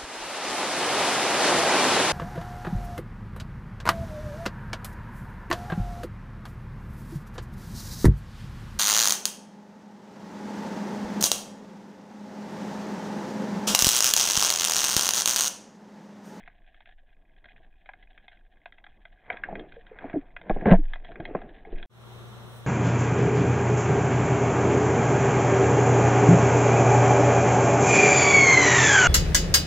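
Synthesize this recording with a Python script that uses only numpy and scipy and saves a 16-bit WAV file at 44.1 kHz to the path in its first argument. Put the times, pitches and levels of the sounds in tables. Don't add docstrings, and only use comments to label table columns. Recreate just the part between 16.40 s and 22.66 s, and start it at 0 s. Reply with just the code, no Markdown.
import sys
import numpy as np
from scipy import signal
from scipy.fft import rfft, irfft, next_fast_len
from scipy.io import wavfile
from scipy.ndimage import map_coordinates

SR = 44100
rng = np.random.default_rng(int(sys.argv[2]) if len(sys.argv) > 2 else 0)


def unload_audio(sound):
    columns = np.transpose(np.atleast_2d(sound))
    steps = np.round(np.clip(columns, -1, 1) * 32767)
    wavfile.write(sys.argv[1], SR, steps.astype(np.int16))


N = 276177

# fastest t/s, level/dB, 20 dB rise/s, 20 dB fall/s
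STROKES = [(0.0, -68, 0.3, 0.22), (1.15, -74, 0.39, 0.37), (1.6, -75.5, 0.36, 0.19), (2.45, -78, 0.51, 2),
           (3.15, -46, 0.1505, 0.2662), (3.69, -56, 0.298, 0.39), (4.26, -39.5, 0.1561, 0.16),
           (4.94, -43.5, 0.3678, 0.275), (5.37, -49.5, 0.31, 0.16)]
# f/Hz, density/dB
SURGE_SPECTRUM = [(6, -26.5), (14, 4), (33, -2), (45, -14.5), (60, -16), (100, -33.5), (250, -64.5)]
CALM_SPECTRUM = [(60, -2.5), (140, -0.5), (230, -2), (400, -6), (550, -9), (720, -1.5), (850, -11),
                 (1100, -15), (1500, -32), (3000, -60.5)]
FLOW_SPECTRUM = [(50, -29.5), (100, -7.5), (200, -4.5), (390, 0), (550, -9), (710, -5), (1020, -24),
                 (1800, -24), (2700, -29.5), (4500, -72.5)]
REEF_SPECTRUM = [(400, -33.5), (730, 7), (1100, -37), (1400, -17.5), (1650, 4.5), (2100, -7.5),
                 (2850, -9.5), (3400, -8), (4000, -17), (4600, -35)]
# thickest t/s, level/dB
FLURRIES = [(0.01, -59.5), (0.28, -68), (0.5, -69), (1.1, -62), (1.67, -61.5), (1.95, -65), (3.37, -61.5),
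            (4.53, -59), (4.679, -61.5), (5.16, -66), (5.359, -59.5)]
# t/s, level/dB, low ring/dB, high ring/dB, centre f/Hz
SNAPS = [(0.0765, -36, -3, -15.5, 1590), (0.3442, -48, -7.5, -4.5, 1560), (0.4051, -47.5, 2, -1.5, 1660),
         (0.4577, -45.5, -28, -6, 2410), (0.4908, -46.5, 0, -7, 1610), (1.0428, -41.5, -23, -10.5, 1640),
         (1.056, -43, -3.5, -4, 1670), (1.459, -42.5, -4, -9, 1600), (1.49, -32, 1.5, -20, 1720),
         (1.5353, -37.5, -5, -14.5, 1667), (1.6258, -46.5, -13.5, -4, 1700),
         (1.7773, -40.5, -19.5, -8, 1660), (1.8813, -38.5, -3.5, -2.5, 2080), (1.9288, -47, -2.5, -8, 1570),
         (2.2578, -32.5, 1.5, -10, 2100), (2.3232, -41, -18, -5.5, 2170), (2.383, -44, -5, -10, 2050),
         (2.4413, -40.5, -4.5, -3.5, 1660), (2.4653, -39.5, -3, -6.5, 1520),
         (2.6531, -36.5, -4.5, -8, 1640), (2.9018, -17, -2, -28.5, 2090), (2.9262, -36.5, 1.5, -3.5, 2070),
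         (2.9701, -30, -28, -13, 1633), (3.037, -22.5, -33.5, -22, 1670), (3.1539, -28, -17, -13.5, 1810),
         (3.1948, -37.5, 3, 0.5, 1620), (3.3223, -40, -28.5, -7.5, 1590), (3.467, -44, -18.5, -3.5, 1680),
         (3.5878, -32, -14.5, -12.5, 1655), (3.6973, -35.5, 3, -13.5, 2083),
         (3.7309, -35.5, 3.5, -32, 1860), (3.965, -27, -8.5, -15, 1713), (4.0142, -39.5, -2, -7, 2112),
         (4.0959, -24, 9.5, -15, 1767), (4.2102, -33.5, 0.5, -30, 1654), (4.257, -22.5, 3.5, -30, 1890),
         (4.3131, -19.5, 15, -16, 1750), (4.5349, -25.5, -9.5, -7, 1610), (4.5575, -36.5, 4, -13, 1520),
         (4.6473, -39, 0, -1, 1660), (4.718, -39.5, 4.5, -10, 1610), (4.757, -33.5, -22.5, -19.5, 1630),
         (4.802, -33.5, 6.5, -11.5, 1660), (4.8532, -26.5, -5, -7.5, 1990), (4.9505, -34, 7.5, -39.5, 1600),
         (5.017, -38, 5.5, -11.5, 1550), (5.2505, -41, 7, -18, 2120), (5.4278, -34.5, -19, 0.5, 1610)]
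# f/Hz, level/dB, t60/s
SHELL_MODES = [(716.3, -8.5, 0.0253), (871, 2, 0.00609), (1632.3, 6.5, 0.01973), (1919, -7, 0.024),
               (2068.5, 10, 0.0099), (2474.2, -3, 0.0294), (3273.2, -3.5, 0.01884), (3598, -2, 0.0068)]
MOUNT_MODES = [(177, -4, 0.076), (197.7, 4, 0.1054), (328.8, -4, 0.062), (441.7, 0, 0.034),
               (547, 1, 0.0285), (619.3, -2.5, 0.03), (669.3, 0, 0.047), (861, -1.5, 0.021),
               (1030, -7, 0.02)]
# t/s, level/dB, starting f/Hz, t60/s
BUBBLES = [(0.63, -64.5, 581, 0.033), (1.2, -55, 693, 0.044), (3.036, -23, 1683, 0.0213),
           (3.087, -27, 723.6, 0.0274), (3.366, -38.5, 507.4, 0.054), (3.513, -38, 488.3, 0.0656),
           (3.641, -29.5, 683, 0.0298), (3.645, -31, 304.4, 0.0445), (3.654, -37, 449, 0.0198),
           (3.742, -27, 662, 0.0655), (3.74, -22, 294.5, 0.0213), (3.757, -20, 364.3, 0.0476),
           (3.769, -20, 293.6, 0.0486), (4.385, -29, 323.5, 0.05), (4.69, -39.5, 694, 0.035),
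           (5.272, -37.5, 415, 0.025), (5.327, -31.5, 379.5, 0.0254)]
# densest t/s, level/dB, 20 dB rise/s, 20 dB fall/s
PUFFS = [(2.93, -43, 0.0871, 0.1029), (3.055, -47.5, 0.03, 0.1629), (3.64, -47, 0.1842, 0.2347),
         (4.96, -47.5, 0.0083, 0.1162)]
# t/s, level/dB, centre f/Hz
KNOCKS = [(3.1273, -26.5, 644), (3.154, -30, 420), (3.198, -44, 500), (4.0995, -11.5, 402.7),
          (4.104, -14, 667), (4.163, -22, 415), (4.222, -25.5, 411), (4.259, -11.5, 614.2),
          (4.265, -5, 261), (4.281, -10.5, 447), (4.317, -12, 231), (4.334, -8, 553), (4.799, -24.5, 300),
          (4.9496, -19, 826), (4.951, -17.5, 445)]
# t/s, level/dB, f/Hz, t60/s
SWINGS = [(4.103, -12, 16.6, 0.312), (4.302, -5.5, 19, 0.633), (4.3168, 5, 183.3, 0.095),
          (5.316, -18.5, 17, 0.446)]
# hardest t/s, level/dB, 20 dB rise/s, 20 dB fall/s
SCRAPES = [(4.11, -40, 0.1012, 0.08), (4.166, -40.5, 0.0342, 0.07), (4.265, -20, 0.0124, 0.0514),
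           (4.315, -14, 0.0449, 0.0419)]
# f/Hz, level/dB
HUM_TONES = [(59.2, -62.5), (118.4, -47.5), (198, -67), (360.7, -67), (1184, -68), (1367, -68)]
# f/Hz, density/dB
HISS_SPECTRUM = [(82, -32.5), (140, -3.5), (229, -5), (273, -20.5), (353, -8.5), (390, -8.5), (874, -15),
                 (965, -13), (1400, -16.5), (2390, -23.5), (3270, -21.5), (4060, -23.5), (4660, -34),
                 (5680, -32), (15500, -39)]
RUMBLE_SPECTRUM = [(15, -6), (28, 1), (55, -6.5), (90, 13), (140, -8.5), (200, -11), (400, -40)]
# f/Hz, correlation
STEREO_LIKENESS = [(60, -0.3), (150, -0.454), (380, 0.416), (950, 1), (2380, -0.59), (5980, 0.11),
                   (15000, -0.022)]
# loudest t/s, level/dB, 20 dB rise/s, 20 dB fall/s
SIZZLE = [(6.182, -58, 0.17, 0.05)]

CALM_DB = -76.5
CUT_S, FADE_START_S, FADE_S = 5.46, 5.4955, 0.2434


def amp(db):
    return 10 ** (np.asarray(db) / 20)


def unit(x):
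    return x / np.sqrt(np.mean(x ** 2) + 1e-20)


def crest(x):
    return x / (np.abs(x).max() + 1e-20)


def blow(x, span_s):
    return x * np.sqrt(span_s * SR / 2) / (np.linalg.norm(x) + 1e-20)


def along(points, hz):
    f, v = np.transpose(points)
    return np.interp(np.log(hz + 1), np.log(f + 1), v)


def wobble(rate):
    return map_coordinates(rng.standard_normal(int(N * rate / SR) + 4), [np.arange(N) * rate / SR])


def filtered(x, response):
    m = next_fast_len(N + SR // 2)
    return irfft(rfft(x, m) * response(np.fft.rfftfreq(m, 1 / SR)), m)[..., :N]


def coloured(x, spectrum):
    return unit(filtered(x, lambda hz: amp(along(spectrum, hz))))


def noise(spectrum):
    return coloured(rng.standard_normal(N), spectrum)


def grains(rate, spread_db):
    impulses = (rng.random(N) < rate / SR) * rng.choice([-1, 1], N)
    return unit(impulses * amp(spread_db * np.clip(rng.standard_normal(N), -2, 2)))


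def swells(rows, roundness=1.282):
    t = np.arange(N) / SR
    gains = [amp(db - 20 * np.maximum((s - t) / rise_s, (t - s) / fall_s) ** roundness)
             for s, db, rise_s, fall_s in rows]
    return np.linalg.norm(gains, axis=0)


def ring(modes, t, rise_s):
    tones = sum(amp(db - 60 * t / t60) * np.sin(2 * np.pi * (hz * t + rng.random()))
                for hz, db, t60 in modes)
    return tones * (1 - np.exp(-(t / rise_s) ** 2))


def favour(modes, centre_hz, slope_db):
    return [(hz, db - slope_db * abs(np.log2(hz / centre_hz)), t60) for hz, db, t60 in modes]


def scattered(x, t, echo, spread_s):
    path = rng.standard_normal(len(t)) * t * np.exp(-t / spread_s)
    path *= echo / np.linalg.norm(path)
    path[0] = 1
    return signal.fftconvolve(x, path)[:len(t)]


def add(track, s, sound):
    part = track[round(s * SR):][:len(sound)]
    part += sound[:len(part)]


def surge(effort_db, rest_db=-57, growth=0.39):
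    return amp(rest_db + growth * effort_db) * noise(SURGE_SPECTRUM)


def wash(effort_db, gain_db=2, flutter_db=3.2):
    flow_db = CALM_DB + effort_db
    moving = np.clip((flow_db + 62.5) / 12, 0, 1)
    churn = np.sqrt(moving) * noise(FLOW_SPECTRUM) + np.sqrt(1 - moving) * noise(CALM_SPECTRUM)
    return amp(flow_db + gain_db + flutter_db * wobble(35)) * churn


def reef(effort_db, rest_db=-75.5, growth=0.22, rise_s=0.1, fall_s=0.1318):
    t = np.arange(SR // 12) / SR
    far_snaps = grains(rate=70, spread_db=3)
    ticks = np.zeros(N)
    for mode in favour(SHELL_MODES, 2800, slope_db=2.5):
        strikes = far_snaps * rng.standard_normal(N)
        ticks += signal.fftconvolve(strikes, ring([mode], t, rise_s=0.0014))[:N]
    bed = amp(6.04 * wobble(52)) * coloured(grains(rate=1500, spread_db=-4), REEF_SPECTRUM)
    flurries = swells([(s, db, rise_s, fall_s) for s, db in FLURRIES])
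    return np.hypot(amp(rest_db + growth * effort_db), flurries) * (bed + unit(ticks))


def snaps(trim_db=-2):
    out, t = np.zeros(N), np.arange(SR // 12) / SR
    for s, db, low_db, high_db, hz in SNAPS:
        low = ring(SHELL_MODES[:2], t, rise_s=0.00213)
        crack = [(hz, 5, 0.005)]
        middle = ring(favour(SHELL_MODES[2:6], hz, slope_db=10) + crack, t, rise_s=0.00043)
        high = ring(SHELL_MODES[6:], t, rise_s=0.00022)
        for tone, band_db in [(low, low_db + trim_db), (middle, 0), (high, high_db + trim_db)]:
            tick = scattered(tone, t, echo=0.982, spread_s=0.00159)
            add(out, s, amp(db + band_db) * blow(tick, span_s=0.00151))
    return out


def cave(x, wet_db=-13, tail_s=0.00906, echoes_per_s=1500):
    out, t = np.zeros(N), np.arange(SR // 8) / SR
    for start in range(0, N, len(t)):
        arrivals = rng.random(len(t)) < echoes_per_s / SR
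        paths = arrivals * rng.standard_normal(len(t)) * t * np.exp(-t / tail_s)
        add(out, start / SR, signal.fftconvolve(x[start:start + len(t)], paths / np.linalg.norm(paths)))
    return x + amp(wet_db) * out


def bubbles(swell=0.0564, sag=0.181, sag_s=0.023, shell_db=-17):
    out, t = np.zeros(N), np.arange(SR // 6) / SR
    for s, db, hz, t60 in BUBBLES:
        pitch = hz * (1 - sag * (1 - np.exp(-t / sag_s)))
        envelope = amp(-60 * t / t60) * (1 - np.exp(-(t / (swell * t60)) ** 2))
        tone = envelope * np.sin(2 * np.pi * np.cumsum(pitch) / SR)
        plop = crest(scattered(tone, t, echo=0.895, spread_s=0.00466))
        shell = crest(ring(favour(SHELL_MODES, hz, slope_db=25.5), t, rise_s=0.0016))
        add(out, s, amp(db) * (plop + amp(shell_db) * shell))
    return out


def fizz(gain_db=-1):
    spectrum = [(200, -6), (700, 1), (1200, -7.5), (2100, -4), (2800, -22), (4000, -33)]
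    return amp(gain_db) * swells(PUFFS) * coloured(grains(rate=2800, spread_db=5.5), spectrum)


def knocks():
    out, t = np.zeros(N), np.arange(SR // 4) / SR
    for s, db, hz in KNOCKS:
        contact = [(hz, 10, 0.009)]
        tone = ring(favour(MOUNT_MODES, hz, slope_db=8.5) + contact, t, rise_s=0.5 / hz)
        knock = scattered(tone, t, echo=0.713, spread_s=0.002725)
        add(out, s, amp(db) * blow(knock, span_s=0.00382))
    t = np.arange(SR) / SR
    for s, db, hz, t60 in SWINGS:
        add(out, s, ring([(hz, db, t60)], t, rise_s=0.319 / hz))
    return out


def scrapes(gain_db=-1, shell_db=-11):
    t = np.arange(SR // 6) / SR
    mount = unit(ring(favour(MOUNT_MODES, 710, slope_db=4.5), t, rise_s=0.0023))
    shell = unit(ring(favour(SHELL_MODES[2:5], 1737, slope_db=29.5), t, rise_s=0.00018))
    plucks = grains(rate=900, spread_db=6.5)
    rasp = unit(signal.fftconvolve(plucks, mount + amp(shell_db) * shell)[:N])
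    return amp(gain_db) * swells(SCRAPES) * rasp


def housed_microphone(x, ceiling=0.66, edge_hz=4100):
    clipped = x / (1 + np.abs(x / ceiling) ** 6) ** (1 / 6)
    return filtered(clipped, lambda hz: 1 / np.sqrt(1 + (hz / edge_hz) ** 44))


def appliance(t, pan_db=2.5):
    hum = sum(amp(db) * np.sqrt(2) * np.sin(2 * np.pi * hz * t + 0.1 * wobble(5.5))
              for hz, db in HUM_TONES)
    return hum * amp([[pan_db], [-pan_db]])


def room_noise(spectrum, bounce_s=0.000427, bounce=0.34):
    def mid_side(hz):
        angle = np.arccos(np.clip(along(STEREO_LIKENESS, hz), -1, 1)) / 2
        comb = 1 - bounce * np.clip(hz / 4500, 0, 1) ** 2 * np.exp(-2j * np.pi * hz * bounce_s)
        return comb * np.array([np.cos(angle), np.sin(angle)])
    mid, side = filtered(np.array([noise(spectrum), noise(spectrum)]), mid_side)
    return unit(np.array([mid + side, mid - side]))


def kitchen_air(hiss_db=-48, rumble_db=-56, pan_db=-0.22):
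    hiss = amp(hiss_db) * room_noise(HISS_SPECTRUM)
    sizzle_spectrum = [(4000, -26), (7000, -10.5), (9500, 3), (12000, -10.5), (15500, -2)]
    sizzle = swells(SIZZLE) * room_noise(sizzle_spectrum)
    rumble = amp(rumble_db) * room_noise(RUMBLE_SPECTRUM)
    return (hiss + sizzle) * amp([[pan_db], [-pan_db]]) + rumble


def scene():
    t = np.arange(N) / SR
    effort_db = 20 * np.log10(amp(CALM_DB) + swells(STROKES)) - CALM_DB
    close = cave(snaps()) + bubbles() + knocks() + scrapes()
    water = surge(effort_db) + wash(effort_db) + reef(effort_db) + fizz()
    dive = housed_microphone(close + water)
    self_noise = amp(-95) * rng.standard_normal(N)
    kitchen = appliance(t) + kitchen_air()
    fade_in = np.clip((t - FADE_START_S) / FADE_S, 0, 1) ** 0.69
    return dive * (t < CUT_S) + kitchen * fade_in + self_noise


def record(dry, top_hz=15750):
    return filtered(dry, lambda hz: hz < top_hz)


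dry = scene()
out = record(dry)
unload_audio(out)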